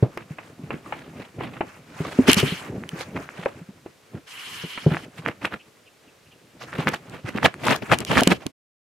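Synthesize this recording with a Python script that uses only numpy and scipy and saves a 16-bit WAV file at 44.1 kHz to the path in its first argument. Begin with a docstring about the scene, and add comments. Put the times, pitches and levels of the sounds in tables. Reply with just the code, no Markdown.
"""Small dogs chase a light spot over a shaggy rug in a wood-lined room, heard from floor level.
Over quiet air, light shuffling noise swells and settles; paws thump the floor as dying low notes.
Feet scuff as grainy noise, jaws knock on a toy, claws pluck loops in short snaps, hairs tick on the case.
From 2.3 s, 4.3 s and 8.1 s the ringing microphone case is dragged or brushed with coloured noise.
Faint, hoarse high squeaks, perhaps a dog's, come from 5.6 to 6.3 s; the feet end close by, all stops at 8.52 s."""
import sys
import numpy as np
from scipy import signal
from scipy.fft import rfft, irfft, next_fast_len
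from scipy.io import wavfile

SR = 44100
rng = np.random.default_rng(int(sys.argv[2]) if len(sys.argv) > 2 else 0)


def bounce(signal):
    """Save signal as a 16-bit WAV file at the path given by the first command-line argument."""
    frames = np.transpose(np.atleast_2d(signal))
    limited = np.clip(frames, -1, 1)
    pcm = np.round(limited * 32767).astype(np.int16)
    wavfile.write(sys.argv[1], SR, pcm)


N = 392931

# Table levels are relative: the functions below add their own trims.
# paws landing: [t/s, level/dB, boom f/Hz, floorboard level against boom/dB]
PAW_LANDINGS = [(0.022, -1.5, 123, -14), (0.303, -22.5, 150, -22), (0.632, -24.5, 148, -18),
                (1.38, -24.5, 134, -12), (1.999, -13.5, 157, -15.5), (2.185, -0.5, 256.6, -8),
                (2.281, 0.5, 261.4, -8.5), (2.365, -8.5, 199, -19), (2.426, -6, 136, -10.5),
                (2.517, -15.5, 177, -19), (2.775, -20, 199.6, -14.5), (2.928, -22.5, 172, -15),
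                (3.147, -22, 185, -12), (3.385, -26, 172, -19), (3.61, -29, 171, -23),
                (3.685, -29, 199, -15), (4.14, -25, 132, -11.5), (4.635, -23, 167, -10),
                (4.86, -1, 152.5, -11), (4.911, -13, 149, -18), (5.187, -28, 161, -20),
                (6.784, -12, 153, -15.5), (7.24, -20.5, 121, -19), (7.347, -13, 215, -14),
                (8.214, -8, 277, -5.5), (8.267, -6, 183, -12.5), (8.311, -7.5, 182, -9)]
# jaws and toy knocking: [t/s, level/dB, hollow f/Hz, clack level against body/dB]
TOY_KNOCKS = [(0.171, -21, 358, -10), (0.383, -23.5, 1170, -5), (0.704, -15.5, 448, -6.5),
              (0.86, -28.5, 1190, -16), (0.922, -14, 855, -9), (1.406, -17.5, 447, -9.5),
              (1.606, -11.5, 333, -12.5), (2.049, -21, 1166, -15), (3.458, -9.5, 550, -24),
              (3.859, -24, 356, -20.5), (4.774, -18, 248, 0.5), (8.128, -15, 670, -18.5),
              (8.219, -9, 700, -25), (8.27, -3.5, 254, -13.5), (8.315, -9, 745, -19)]
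# claws plucking loops of the pile: [t/s, level/dB]
CLAW_SNAGS = [(0.174, -25.5), (2.2791, -7), (2.2962, -8.5), (2.4015, -14), (2.836, -22.5), (3.1652, -20),
              (3.289, -21.5), (3.458, -15.5), (4.9452, -15.5), (4.9676, -14), (5.2607, -9), (5.2861, -12.5),
              (5.4474, -9.5), (5.5233, -26), (5.5398, -17.5), (6.7285, -19.5), (6.871, -3.5), (7.3838, -13),
              (7.4293, -8.5), (7.5403, -22.5), (7.6825, -4.5), (7.9159, -3), (8.1091, -17.5), (8.1559, -11),
              (8.1708, -1), (8.1772, -1)]
# hairs and tufts flicking the case: [t/s, level/dB]
HAIR_FLICKS = [(0.173, -28), (2.3142, -2.5), (2.3296, 3), (2.3417, -7), (2.3994, -8.5), (2.889, -19.5),
               (6.8878, -16), (7.095, -33), (7.5393, -31), (7.9418, -19.5), (7.9851, -13), (8.0022, -16),
               (8.0476, -15), (8.2054, -8.5), (8.2322, -6), (8.2725, 3.5), (8.4636, -15.5)]
# paws and fur stroking the pile: [peak t/s, length t/s, rasp level/dB, pressure level/dB]
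PILE_STROKES = [(0.212, 0.073, -41.5, -1), (0.741, 0.1, -34, 4.5), (0.44, 0.19, -47.5, -4),
                (.98, 0.29, -42, -1), (1.223, 0.14, -41.5, -3), (1.435, .12, -37, 6),
                (1.537, 0.29, -44.5, 5.5), (2.1, 0.43, -37.5, -8.5), (2.29, 0.035, -16.5, 2.5),
                (2.65, 0.13, -39.5, -2), (3.013, 0.092, -34.5, -13.5), (3.169, 0.053, -32, 6.5),
                (3.425, 0.32, -41, -4.5), (4.164, .1, -50, 15), (4.931, 0.19, -32.5, 4.5),
                (5.188, 0.11, -42.5, -9), (5.284, .075, -26, 1.5), (5.453, 0.074, -25.5, -3),
                (5.543, 0.061, -33, 1.5), (6.63, 0.075, -35.5, -10), (6.789, 0.17, -30, -3.5),
                (6.882, 0.044, -17, 1), (6.942, 0.069, -27.5, -6.5), (7.143, .16, -38.5, 0),
                (7.29, 0.095, -32, -2.5), (7.375, 0.08, -28.5, 1), (7.456, 0.06, -12.5, -1),
                (7.698, 0.13, -14, -2.5), (7.762, 0.012, -32.5, -17), (7.832, 0.035, -28, 1.5),
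                (7.928, 0.07, -16.5, 1), (8.009, 0.067, -28.5, 1.5), (8.116, .054, -19, 0),
                (8.184, 0.087, -13, 0), (8.312, 0.062, -17, -2.5), (8.425, 0.07, -41, -0.5),
                (8.467, .022, -28, 6)]
# case dragged or brushed: [start t/s, length t/s, level/dB, fastest moment as a share of the length]
CASE_DRAGS = [(2.279, 0.069, -21, 0.29), (2.37, 0.045, -23, 0.31), (2.397, 0.21, -34, 0.36),
              (4.276, 0.775, -41.5, 0.36), (8.068, 0.3, -37.5, 0.34)]
# faint high squeaks: [start t/s, middle f/Hz, level/dB]
FAINT_SQUEAKS = [(5.59, 2740, -47), (5.858, 2730, -51), (6.068, 2750, -55), (6.25, 2700, -57),
                 (6.307, 2810, -51)]
# floorboard notes, varied a little at each landing: [f/Hz, level/dB, time to fall 60 dB t/s]
FLOORBOARDS = [(245.5, -4.5, 0.1), (386, 4, 0.04), (424.5, -5.5, 0.064), (519, -8.5, 0.045),
               (809, -16.5, 0.046)]
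# resonances of the microphone case: [f/Hz, width f/Hz, level/dB]
CASE_RINGS = [(2400, 280, -6), (2990, 350, 6.5), (4220, 300, -6), (5100, 230, -7), (6200, 300, -22.5)]
# spectrum of a paw's weight on the pile: [f/Hz, level/dB per Hz]
WEIGHT_SPECTRUM = [(25, -40.5), (60, -12), (110, 1.5), (180, 2.5), (330, -0.5), (600, -12), (1000, -23),
                   (2000, -42)]
# spectrum of the rasping pile: [f/Hz, level/dB per Hz]
RASP_SPECTRUM = [(200, -28), (500, 5), (900, 2.5), (1600, 1), (2700, -2), (3800, -11.5), (6000, -32),
                 (12000, -31)]
# spectrum of hissing single hairs: [f/Hz, level/dB per Hz]
HISS_SPECTRUM = [(2000, -18), (3500, 11), (6000, 4), (8500, -0.5), (11000, -4.5), (13000, -11.5),
                 (16000, -16.5)]
# spectrum of tufts rubbing the case, before it rings: [f/Hz, level/dB per Hz]
FRICTION_SPECTRUM = [(300, -24), (1000, 3), (2000, 4), (3300, -1), (5000, -5.5), (8000, -7), (11000, -8.5),
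                     (13000, -13.5), (16000, -28.5)]
# spectrum of light steps: [f/Hz, level/dB per Hz]
STEP_SPECTRUM = [(25, -33), (55, -15.5), (90, -2.5), (160, 0.5), (260, -3.5), (420, -7), (700, -14.5),
                 (1500, -38.5)]
# spectrum of rubbing fur: [f/Hz, level/dB per Hz]
FUR_SPECTRUM = [(250, -19.5), (550, -6), (1200, -0.5), (2600, -5), (3600, -19), (7000, -18), (14000, -29.5)]
# spectrum of the steady air: [f/Hz, level/dB per Hz]
AIR_SPECTRUM = [(18, -44), (30, -19), (98, -3), (266, -4.5), (461, 1.5), (780, -7.5), (2610, -9.5),
                (7270, -16), (13700, -23), (16000, -33.5)]
# bouts of shifting about: [start t/s, end t/s, level/dB]
SHUFFLE_BOUTS = [(0, 1.74, -49), (2.03, 3.2, -39), (3.35, 3.57, -51), (4.601, 5.45, -52.5),
                 (6.72, 7.04, -45.5), (7.549, 8.2, -42.5)]
# how near the dogs are to the microphone: [t/s, closeness 0-1]
NEARNESS = [(2.2, 0.1), (2.38, 1), (2.7, 0), (6.9, 0.03), (7.45, 0.5), (8.5, 0.66)]
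# their side as they cross in front of it: [t/s, left level against right/dB]
SIDE = [(6.9, -1), (7.42, -2.5), (7.7, 2), (7.93, 4), (8.15, -0.5), (8.5, -5)]

AIR_DB = -57
ROOM_T60_S, WALL_CUT_HZ = 0.17, 6000
STOP_S, CUTOFF_HZ = 8.52, 16800
T = np.arange(N) / SR
HIT = T[:SR // 4]   # time within one blow, s
# every stroke swells and fades about alike, in proportion to its length
STROKE_S, SWELL_S, SWELL_GROWTH = 0.069, 0.037, 0.99
# pressing harder adds weight and smothers the hair hiss; closeness brings the hiss out
HAIR_DB, HAIR_LOSS_DB_PER_DB, HAIR_NEAR_DB = -21.5, 1.22, 7.5
# how fast a bout builds and dies; what still stirs at rest
SETTLE_DB_PER_S, FIDGET_DB = 86, -62
# loss a whole length away from the fastest moment; how sharply a drag starts and stops
DRAG_EASE_DB, DRAG_EDGE_DB_PER_S = 19, 1501
SQUEAK_S = 0.039
PAW_NEAR_DB = 9   # extra shudder from a paw landing right beside the case


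def from_db(db):
    """Turn decibels into a gain."""
    return 10 ** (np.asarray(db) / 20)


def rms_one(x):
    """Scale to an average strength (rms) of 1."""
    return x / np.sqrt(np.mean(x ** 2) + 1e-20)


def peak_one(x):
    """Scale the highest peak to 1."""
    return x / (np.abs(x).max() + 1e-20)


def add(track, s, sound):
    """Mix a sound into a track at time s."""
    at = max(0, int(s * SR))
    track[..., at:at + sound.shape[-1]] += sound[..., :N - at]


def in_time(curve):
    """A control curve at every sample."""
    return np.interp(T, *np.transpose(curve))


def outside(start, end):
    """Seconds before a start or after an end; 0 in between."""
    return np.maximum(np.maximum(start - T, T - end), 0)


def band(x, low_hz, high_hz, order=2):
    """Keep only the pitches between two limits."""
    limits = [low_hz, min(high_hz, .45 * SR)]
    return signal.sosfilt(signal.butter(order, limits, "band", fs=SR, output="sos"), x)


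def colour(x, spectrum):
    """Filter a steady sound through a spectrum with sloping outer edges; rms 1."""
    size = next_fast_len(N)
    hz, db = np.transpose(spectrum)
    f = np.maximum(np.fft.rfftfreq(size, 1 / SR), 1)
    skirts = np.minimum(f / hz[0], 1) ** 2 * np.minimum(hz[-1] / f, 1) ** 2
    gain = skirts * from_db(np.interp(np.log(f), np.log(hz), db))
    return rms_one(irfft(rfft(x, size) * gain, size)[..., :N])


def ports(pair, alike):
    """Two unrelated signals become left and right microphone ports with a given likeness (0-1)."""
    alike = np.clip(alike, 0, 1)
    shared = np.sqrt(1 + alike) * pair[0]
    opposed = np.sqrt(1 - alike) * pair[1] * np.array([[1], [-1]])
    return (shared + opposed) / np.sqrt(2)


def flutter(rate, depth_db):
    """A gain that wanders to a new random value so many times a second, within 1.7 times the depth."""
    return from_db(depth_db * np.interp(T * rate, np.arange(4000), rng.uniform(-1.7, 1.7, 4000)))


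def fibres(per_s, spread_db, alike, patchy_db=2.0, count=11):
    """Fibres slip at random: grains of uneven size, dealt to narrow bands that flare up on their own."""
    edges = np.geomspace(150, 15800, count + 1)
    edges[0] = 30
    out = np.zeros((2, N))
    for low, high in zip(edges, edges[1:]):
        at, size, sign = rng.random((3, 2, 100000))
        slips = int(np.clip(per_s * N / SR, 1, at.shape[1]))
        grains = from_db(-spread_db * np.log(np.maximum(size, .02))) * np.sign(sign - .5)
        clicks = [np.bincount((at[side, :slips] * N).astype(int), grains[side, :slips], N)
                  for side in range(2)]
        grain_band = band(np.array(clicks) + 1e-18, low, high, order=3)
        apart = min(1, (high / 380) ** 2)   # long waves reach both ports alike
        out += flutter(50, patchy_db) * ports(grain_band, 1 - (1 - alike) * apart)
    return out


def dying(t60):
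    """A gain that falls 60 dB in t60 seconds."""
    return from_db(-60 * HIT / t60)


def mode(hz, t60):
    """One natural note of a struck thing, dying away."""
    return np.sin(2 * np.pi * hz * HIT) * dying(t60)


def burst(low_hz, high_hz, t60, alike, order=2):
    """A dying crunch of contact noise in a band; peak 1."""
    noise = ports(rng.standard_normal((2, len(HIT))), alike)
    return peak_one(band(noise * dying(t60), low_hz, high_hz, order=order))


def room_air():
    """Steady random noise, coloured as the quiet air and partly alike at both ports."""
    return from_db(AIR_DB) * colour(ports(rng.standard_normal((2, N)), alike=0.61), AIR_SPECTRUM)


def shuffle(rumble_db=-2, rustle_db=-6.5):
    """Light steps and rubbing fur are grainy noise, both following how busy the dogs are."""
    bouts = [from_db(db - SETTLE_DB_PER_S * outside(start, end)) for start, end, db in SHUFFLE_BOUTS]
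    busy = from_db(FIDGET_DB) + np.max(bouts, axis=0)
    steps = from_db(rumble_db) * flutter(25, 6.4) * colour(fibres(450, 2.8, alike=1.0), STEP_SPECTRUM)
    fur = from_db(rustle_db) * flutter(22, 5.5) * colour(fibres(900, 2.9, alike=.5), FUR_SPECTRUM)
    return busy * (steps + fur)


def paws(close, boom_t60=0.066, board_db=3, pad_hz=850, press_s=0.0026, shudder_db=-15, level_db=-1):
    """A soft pad presses down and drives the floor's boom and boards; near ones shake each port on its own."""
    out = np.zeros((2, N))
    for s, db, hz, knock_db in PAW_LANDINGS:
        near = np.interp(s, T, close)
        boards = sum(from_db(g + rng.normal(0, 1.7, (2, 1))) * mode(f * rng.uniform(0.9, 1.05), t60)
                     for f, g, t60 in FLOORBOARDS)
        blow = mode(hz, boom_t60) + from_db(knock_db + board_db) * boards
        blow = blow * np.minimum(HIT / press_s, 1)
        thump = peak_one(band(blow, 80, pad_hz))
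        shudder = from_db(shudder_db + PAW_NEAR_DB * near) * burst(75, 480, 0.17, alike=1 - near)
        add(out, s + .003, from_db(db + level_db) * peak_one(thump + shudder))
    return out


def room(x):
    """Dense, dull reflections off wooden walls, different at each port."""
    t = T[:SR // 2]
    build_up = np.clip(t / .012, 0, 1)
    tail = rng.standard_normal((2, len(t))) * from_db(-60 * t / ROOM_T60_S) * build_up
    tail = band(tail, 100, WALL_CUT_HZ) * np.sqrt(2 * np.log(1000) / (ROOM_T60_S * SR))
    return signal.fftconvolve(x, tail, axes=1)[:, :N]


def snap(pluck_hz=1550, width_s=0.00029):
    """A loop lets go of a claw: a very short, smoothly rising and falling wave."""
    t = HIT[:SR // 200] - .0015
    return peak_one(np.sin(2 * np.pi * pluck_hz * t) * np.exp(-np.abs(t / width_s) ** 1.6))


def crackle(per_s=45, spread_db=1.5):
    """Small loops snapping at random."""
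    clicks = (rng.random(N) < per_s / SR) * from_db(spread_db * rng.uniform(-2.5, 1.5, N))
    return signal.oaconvolve(clicks, snap(pluck_hz=1720, width_s=0.00025))[:N]


def scuffs(close, weight_db=-2.0, rasp_db=-3.5, crackle_db=4, bluntness=1.41):
    """Each stroke swells and fades: the paw's weight rumbles, the pile rasps and crackles, hairs hiss."""
    weight, rasp, hiss = np.zeros((3, N))
    for s, length, db, pressure_db in PILE_STROKES:
        swell = SWELL_S * (length / STROKE_S) ** SWELL_GROWTH
        fade = max(length - swell, length / 4)
        near = slice(max(0, int((s - 2 * swell) * SR)), int((s + 2 * fade) * SR))
        from_peak = np.maximum((s - T[near]) / swell, (T[near] - s) / fade)
        stroke = from_db(db - 20 * from_peak ** bluntness)
        weight[near] += stroke * from_db(pressure_db)
        rasp[near] += stroke
        hiss[near] += stroke * from_db(-HAIR_LOSS_DB_PER_DB * pressure_db)
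    alike = (1 - close) ** 2   # up close, each port feels its own rumble
    slips = flutter(130, 5.7)   # the paw sticks and slips
    rumble = from_db(weight_db) * weight * colour(fibres(1200, 2.0, alike), WEIGHT_SPECTRUM)
    pile = from_db(rasp_db) * rasp * slips * colour(fibres(650, 2.24, alike=0.74), RASP_SPECTRUM)
    loops = from_db(crackle_db) * rasp * crackle()
    hair_gain = from_db(HAIR_DB + HAIR_NEAR_DB * close) * hiss * np.sqrt(slips)
    hairs = hair_gain * colour(fibres(3400, 6.4, alike=0.4), HISS_SPECTRUM)
    return rumble + pile + loops + hairs


def knocks(hollow_t60=0.038, crunch_db=1, clack_db=10, level_db=0):
    """A hollow note from the mouth, with a short crunch and a brighter clack of teeth on the toy."""
    out = np.zeros((2, N))
    for s, db, hz, bright_db in TOY_KNOCKS:
        body = mode(hz, hollow_t60) + from_db(crunch_db) * burst(280, 900, 0.039, alike=0.85, order=3)
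        clack = from_db(bright_db + clack_db) * burst(890, 2730, 0.06, alike=0.58, order=5)
        add(out, s + .0015, from_db(db + level_db) * peak_one(body + clack))
    return out


def snags(level_db=1):
    """Claws pluck loops of the pile: separate snaps, each a little to one side."""
    out = np.zeros((2, N))
    for s, db in CLAW_SNAGS:
        side_db = rng.normal(0, 1.2) * np.array([[1], [-1]])
        add(out, s, from_db(db + level_db + side_db) * snap())
    return out


def housing(x, direct_db):
    """The small plastic case adds its resonances to whatever touches it."""
    rings = sum(from_db(db) * signal.lfilter(*signal.iirpeak(hz, hz / width, fs=SR), x + 1e-18)
                for hz, width, db in CASE_RINGS)
    return from_db(direct_db) * x + rings


def flicks(level_db=-1):
    """Hairs and tufts make very short, bright ticks that ring the case."""
    out = np.zeros((2, N))
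    for s, db in HAIR_FLICKS:
        add(out, s + 0.0022, from_db(db + level_db) * burst(2000, 10000, 0.0059, alike=0.51, order=2))
    return housing(out, direct_db=0.5)


def drags(level_db=6.5):
    """The case jerks loose, speeds up, slows and stops; many tufts brush it, and it sings near 3 kHz."""
    speed = np.zeros(N)
    for s, length, db, fastest in CASE_DRAGS:
        ease_db = DRAG_EASE_DB * np.abs(np.clip((T - s) / length, 0, 1) - fastest)
        edge_db = DRAG_EDGE_DB_PER_S * np.minimum(outside(s, s + length), 1)
        speed += from_db(db - ease_db - edge_db)
    tufts = colour(fibres(7000, 2.6, alike=0.47, patchy_db=3.0), FRICTION_SPECTRUM)
    return from_db(level_db) * speed * rms_one(housing(tufts, direct_db=-4.5))


def squeaks(sag=0.085, waver=0.1):
    """Faint, hoarse high squeaks, perhaps a dog's: single tones that wobble and sag in pitch."""
    out = np.zeros((2, N))
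    u = np.linspace(0, 1, int(SQUEAK_S * SR))   # progress through one squeak
    for s, hz, db in FAINT_SQUEAKS:
        wobble = np.interp(u, np.linspace(0, 1, 40), rng.standard_normal(40))
        pitch = hz * (1 + sag * (.5 - u) + waver * wobble)
        add(out, s, from_db(db) * np.sin(np.pi * u) * np.sin(2 * np.pi * np.cumsum(pitch) / SR))
    return out


def scene():
    """Paws, toy, feet and squeaks reverberate in the room; what touches the case stays dry."""
    close, pan_db = np.clip(in_time(NEARNESS), 0, 1), in_time(SIDE)
    air, moving = room_air(), shuffle()
    thumps = paws(close)
    feet = (scuffs(close) + snags()) * from_db(np.array([pan_db, -pan_db]) / 2)
    toy = knocks()
    touches = flicks() + drags()
    high = squeaks()
    # the nearer the dogs, the less room is heard on toy and feet
    to_room = from_db(-25.5) * thumps + from_db(-9.5) * toy * (1 - close)
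    to_room = to_room + from_db(-14 - 7 * close) * feet + from_db(-8) * high
    return air + moving + thumps + feet + toy + touches + high + room(to_room)


def record(dry):
    """The loudest peaks are squashed, the sound fades quickly to its stop, the top is cut."""
    running = np.clip((STOP_S - T) / .02, 0, 1)
    rounded = dry / (1 + (dry / .85) ** 4) ** .25
    return signal.sosfilt(signal.cheby2(14, 70, CUTOFF_HZ, fs=SR, output="sos"), rounded * running)


dry = scene()
out = record(dry)
bounce(out)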